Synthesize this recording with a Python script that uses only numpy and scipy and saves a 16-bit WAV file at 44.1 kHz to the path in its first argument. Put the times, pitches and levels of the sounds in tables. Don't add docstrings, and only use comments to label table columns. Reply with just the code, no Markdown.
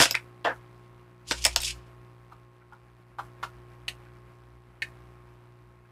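import sys
import numpy as np
from scipy import signal
from scipy.fft import rfft, irfft, next_fast_len
from scipy.io import wavfile
from scipy.ndimage import uniform_filter1d, map_coordinates

SR = 44100
rng = np.random.default_rng(int(sys.argv[2]) if len(sys.argv) > 2 else 0)


def wav_record(signal):
    frames = np.transpose(np.atleast_2d(signal))
    bounded = np.clip(frames, -1, 1)
    quanta = np.round(bounded * 32767).astype(np.int16)
    wavfile.write(sys.argv[1], SR, quanta)


N = 260631


def amp(db):
    return 10 ** (np.asarray(db) / 20)


def unit_rms(x):
    return x / np.sqrt(np.mean(x ** 2) + 1e-20)


def at_peak(x, db):
    return x * amp(db) / np.abs(x).max()


def add(out, start_s, x):
    out[round(start_s * SR):][:len(x)] += x


def along(points, hz):
    freqs, values = np.transpose(points)
    return np.interp(np.log(hz + 1), np.log(freqs + 1), values)


def filtered(x, response):
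    size = next_fast_len(len(x) + 8192)
    return irfft(rfft(x, size) * response(np.fft.rfftfreq(size, 1 / SR)), size)[:len(x)]


def shaped(x, points):
    return filtered(x, lambda hz: amp(along(points, hz)))


def ringing(x, modes):
    return filtered(x, lambda f: sum((-1) ** k * amp(db) * 1j * f * w / (c * c - f * f + 1j * f * w)
                                     for k, (c, w, db) in enumerate(modes)))


def ringing_twice(x, modes):
    return ringing(ringing(x, modes), modes)


def wobble(rate):
    return map_coordinates(rng.standard_normal(int(N * rate / SR) + 4), [np.arange(N) * rate / SR])


def burst(t60):
    t = np.arange(SR // 3) / SR
    return rng.standard_normal(len(t)) * amp(-60 * t / max(t60, .002)) * (1 - np.exp(-t / .00046))


# (frequency [Hz], t60 [s])
ROOM_DECAY = [(200, 0.1), (1500, 0.14), (4000, 0.1), (8000, 0.11), (14000, 0.093)]
def room(x, wet_db):
    hz, t, spectrum = signal.stft(rng.standard_normal(SR // 3), SR, nperseg=256)
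    decay = amp(-60 * t / along(ROOM_DECAY, hz)[:, None])
    tail = signal.istft(spectrum * decay, SR, nperseg=256)[1]
    late = signal.fftconvolve(np.pad(x, (200, 0)), tail / np.linalg.norm(tail))[:len(x)]
    return x + amp(wet_db) * late


# (frequency [Hz], relative level [dB])
AIR_SPECTRUM = [(15, -21), (32, -11.5), (55, 4), (90, -6.5), (150, -6), (300, -8), (600, -13), (1100, -10),
                (1500, -12), (2400, -17), (3500, -27.5), (5600, -28.5), (12000, -26.5), (15600, -37)]
def room_tone():
    level = amp(-58 + .62 * wobble(.93) + 1.1 * wobble(18))
    return level * unit_rms(shaped(rng.standard_normal(N), AIR_SPECTRUM))


MAINS_HZ, SPIKE_PHASE_CYCLES = 59.87, .67
# (multiple of mains, relative level [dB])
HUM_TONES = [(1, -7), (2, 2.5), (3, -11.5), (4, -18.5), (5, -15), (6, -4.5), (7, -18), (8, -28.5),
             (9, -16.5), (10, -38), (11, -17.5), (12, -29.5), (13, -19.5), (14, -18.5), (15, -29),
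             (16, -17.5), (17, -27), (18, -10), (19, -30), (20, -19.5), (21, -33), (22, -21.5)]
def mains():
    cycles = MAINS_HZ * np.arange(N) / SR - SPIKE_PHASE_CYCLES
    hum = np.zeros(N)
    for k, db in HUM_TONES[1:]:
        level = amp(db + .8 * wobble(5.3))
        hum -= level * np.cos(2 * np.pi * k * cycles + .22 * k + .2 * wobble(2.4) * np.sqrt(k))
    return amp(-51.5) * hum + amp(-70) * buzz(cycles)


# (frequency [Hz], relative level [dB])
BUZZ_SPECTRUM = [(500, -27.5), (1500, -0.5), (4000, 7), (9000, -1.5), (15000, -6)]
def buzz(cycles):
    strong, weak = (np.exp(-(((cycles + half + .5) % 1 - .5) / .028) ** 2) for half in (0, .5))
    period = round(SR / MAINS_HZ)
    repeating = rng.standard_normal(period)[(cycles % 1 * period).astype(int) % period]
    envelope = (strong + amp(-4.5) * weak) * amp(1.2 * wobble(40))
    spikes = envelope * (repeating + .7 * rng.standard_normal(N))
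    return unit_rms(shaped(spikes, BUZZ_SPECTRUM))


# (time [s], level [dB])
FUNDAMENTAL_LEVELS = [(0, -36), (.1, -67.5), (.85, -66), (1.22, -63), (1.31, -46.5), (1.58, -41),
                      (1.76, -49.5), (1.91, -64), (2.86, -59.5), (3.15, -65), (3.55, -56.5), (4.1, -58),
                      (4.76, -58.5), (4.95, -55.5), (5.2, -60.5), (5.91, -61.5)]
def mains_fundamental():
    t = np.arange(N) / SR
    level_db = np.interp(t, *np.transpose(FUNDAMENTAL_LEVELS)) + 1.2 * wobble(12) + 1.8 * wobble(8)
    phase = 2 * np.pi * (MAINS_HZ * t - SPIKE_PHASE_CYCLES) + np.pi + .35 * wobble(12)
    return np.sqrt(2) * amp(level_db) * np.sin(phase)


# (time [s], level [dB], frequency [Hz], t60 [s])
JOLTS = [(.003, -21.5, 130, 0.087), (1.31, -43.5, 160, 0.19), (1.451, -35.5, 95, .15),
         (1.555, -35, 29.84, 0.26)]
def bench_jolts():
    out, t = np.zeros(N + SR), np.arange(SR // 3) / SR
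    for start, db, hz, t60 in JOLTS:
        envelope = amp(db - 60 * t / t60) * (1 - np.exp(-t / .004))
        add(out, start, envelope * np.sin(2 * np.pi * hz * t))
    return out[:N]


# (centre [Hz], width [Hz], gain [dB])
BENCH_MODES = [(280, 65, -6.5), (515.2, 57, -2.5), (680, 100, -1.5), (942, 130, -1.5), (1333, 110, -3),
               (1456, 160, 0), (1720, 350, -1)]
def bench_wood(x):
    ring = ringing(x, BENCH_MODES)
    return ringing(ringing(ring, [(680, 1800, 0)]), [(900, 12000, 0)])


# (centre [Hz], width [Hz], gain per pass [dB])
RIM_MODES = [(2760, 940, 18), (5500, 7700, -32)]
def dropped_part(land_s=.4485, land_db=-15, gap_s=.012, settle_s=.015, rim_loss_db=9):
    out = np.zeros(N + SR)
    delays = gap_s * (np.arange(7) + np.append(0, rng.uniform(-.3, .3, size=6)))
    corner = (land_s - .004, land_db - 12.5)
    bounces = [(land_s + delay, land_db - (delay / settle_s) ** 2) for delay in delays]
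    for k, (start, db) in enumerate([corner] + bounces):
        contact = burst(t60=.024)
        rim = at_peak(ringing_twice(contact, RIM_MODES), db - .5 - rim_loss_db * k)
        add(out, start, room(at_peak(bench_wood(contact), db) + rim, wet_db=-2))
    return out[:N]


def tap_contact(length_s):
    t = np.arange(SR // 3) / SR
    blow = np.exp(-((t - .0002) / .00005) ** 2)
    envelope = np.exp(-(t / length_s) ** 2.8) * (1 - np.exp(-t / .0016))
    return 2.1 * blow + rng.standard_normal(len(t)) * envelope


# (centre [Hz], width [Hz], gain [dB])
CRACK_MODES = [(850, 1200, 0.5), (4715, 5500, 1), (9800, 5500, 0.5)]
# (multiple of the lowest, width / centre, gain [dB])
DEEP_BODY = [(1, .32, 0), (1.62, .28, 0), (3.8, .26, -26)]
SMALL_BODY = [(1, 0.15, 5.5), (1.49, .14, 2.5), (2.13, 0.17, -6), (2.5, 0.19, -10.5)]
# (time [s], peak [dB], lowest resonance [Hz], upper resonances' boost [dB],
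# crack relative to peak [dB])
DEEP_TAPS = [(2.3185, -34, 833, -1, -14), (2.7225, -35, 850, -1, -33), (3.1855, -23.5, 854, -2.5, -15.5),
             (3.4285, -19.5, 850, 1.5, -9.5)]
SMALL_TAPS = [(.1435, -19.5, 1413, 4, -23), (2.612, -46.5, 960, 9.4, -15), (3.8807, -17, 1857, 17, -8),
              (4.059, -49, 1050, 12, -18.5), (4.083, -54, 1020, 9, -16), (4.152, -53, 942, 8, -18),
              (4.8203, -15.5, 1800, 1.5, -17), (5.85, -49, 1056, 10.4, -18)]
def hollow_taps(taps, body, length_cycles):
    out = np.zeros(N + SR)
    for start, db, hz, upper_db, crack_db in taps:
        modes = [(ratio * hz, width * ratio * hz, (gain + upper_db * (k > 0)) / 2)
                 for k, (ratio, width, gain) in enumerate(body)]
        hollow = at_peak(ringing_twice(tap_contact(length_cycles / hz), modes), db)
        tilt_db = 3.34 * np.log2(hz / 2000)
        crack_modes = [(centre, width, gain + tilt_db * np.log2(centre / 4000))
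                       for centre, width, gain in CRACK_MODES]
        crack = at_peak(ringing(tap_contact(length_cycles / hz), crack_modes), db + crack_db)
        add(out, start, room(hollow, wet_db=-8.5) + room(crack, wet_db=-2.5))
    return out[:N]


def seal_friction(modes):
    slips = rng.standard_normal(N) * amp(1.9 * wobble(500) + 4.2 * wobble(60))
    return unit_rms(ringing_twice(slips, modes))


# (centre [Hz], width [Hz], gain per pass [dB])
SCRAPE_MODES = [(3000, 1500, -3.5), (5200, 1700, 0), (6960, 2000, -1), (10500, 3900, -7.5)]
SQUEAK_MODES = [(2660, 970, -1)]
# (start [s], fastest [s], stop [s], level at fastest [dB], level at stop [dB])
STROKES = [(-.1, .01, 0.11, -20.5, -46), (0.744, .78, 0.86, -70, -70), (1.26, 1.273, 1.39, -44, -48.5),
           (1.385, 1.449, 1.54, -34.5, -55.5), (1.554, 1.562, 1.595, -45.5, -54.5),
           (1.61, 1.635, 1.707, -32.5, -37), (1.74, 1.79, 1.9, -59.5, -82)]
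def plunger_slide(fade_s=.015):
    t, out = np.arange(N) / SR, np.zeros(N)
    scrape, squeak = seal_friction(SCRAPE_MODES), seal_friction(SQUEAK_MODES)
    for start, fastest, stop, db, stop_db in STROKES:
        level = amp(np.interp(t, [start, fastest, stop], [db - 14, db, stop_db]))
        fade = np.clip(np.minimum(t - start, stop - t) / fade_s + 1, 0, 1) ** 2
        squeak_gain = amp(np.interp(t, [start, stop], [-12, -1]))
        out += level * fade * (scrape + squeak_gain * squeak)
    return room(out, wet_db=-5.5)


# (centre [Hz], width [Hz], gain [dB])
BARREL_MODES = [(2000, 950, -6.5), (2710, 910, -2.5), (3535, 390, -0.5), (5130, 810, 0.5), (8240, 1200, -7),
                (10100, 930, -12.5), (13000, 1100, -18)]
# (time [s], peak [dB], thud relative to peak [dB], tilt [dB/octave])
CLICKS = [(.001, -6, 1, -2), (.008, -8.5, -3.5, -1), (0.0149, -5, -10.5, -7.5), (.023, -5, -6.5, -5),
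          (.033, -13.5, 1, -1), (0.055, -13.5, -6, -3.5), (0.1094, -11, -17.5, 4.5),
          (0.1509, -9, -25, -9.5), (1.31, -14.5, -4.5, -6), (1.318, -16, -7.5, 0.5),
          (1.441, -14.5, -29.5, -0.5), (1.45, -3.5, -26.5, 0), (1.454, -3.5, -13.5, -1),
          (1.464, -11.5, -10.5, -2), (1.5608, -3, -16.5, -0.5), (1.602, -23.5, -20, 1),
          (1.616, -24, -25, 6.5), (1.632, -21.5, -19.5, 1)]
def pump_clicks():
    out = np.zeros(N + SR)
    for start, db, thud_db, tilt_db in CLICKS:
        barrel = [(hz, width, gain + tilt_db * np.log2(hz / 4000) + rng.normal(0, 3))
                  for hz, width, gain in BARREL_MODES]
        contact = burst(t60=.006 * 2 ** (-db / 7.5))
        ring = at_peak(ringing(contact, barrel), db)
        thud = at_peak(bench_wood(burst(t60=.012)), db + thud_db)
        add(out, start, room(ring + thud, wet_db=-7.5))
    return out[:N]


def scene():
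    hits = pump_clicks() + dropped_part() + bench_jolts()
    hits += hollow_taps(DEEP_TAPS, DEEP_BODY, length_cycles=14.7)
    hits += hollow_taps(SMALL_TAPS, SMALL_BODY, length_cycles=12.7)
    return (hits + plunger_slide() + mains() + mains_fundamental() + room_tone())[None]


def held(drive, fall_per_s):
    ramp = fall_per_s * np.arange(N) / SR
    return np.maximum.accumulate(drive + ramp) - ramp


def record(dry, cutoff_hz=15750):
    x = dry[0]
    sidechain = filtered(x, lambda hz: np.clip(hz / 700 - 1, 0, 1))
    level_db = 10 * np.log10(np.abs(uniform_filter1d(sidechain ** 2, size=441)) + 1e-12)
    drive = np.clip((level_db + 50) / 14, 0, 1)
    level_open = uniform_filter1d(held(drive, fall_per_s=1), size=441)
    treble_open = np.clip(held(2.5 * drive, fall_per_s=30), 0, 1)
    treble = filtered(x, lambda hz: np.clip(hz / 3000 - 1, 0, 1))
    x = x + treble * (amp(-8 * (1 - treble_open)) - 1)
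    x = x * amp(-6.5 * (1 - level_open))
    return filtered(x, lambda hz: np.clip((cutoff_hz - hz) / 500 + .5, 0, 1) ** 2)[None]


dry = scene()
out = record(dry)
wav_record(out)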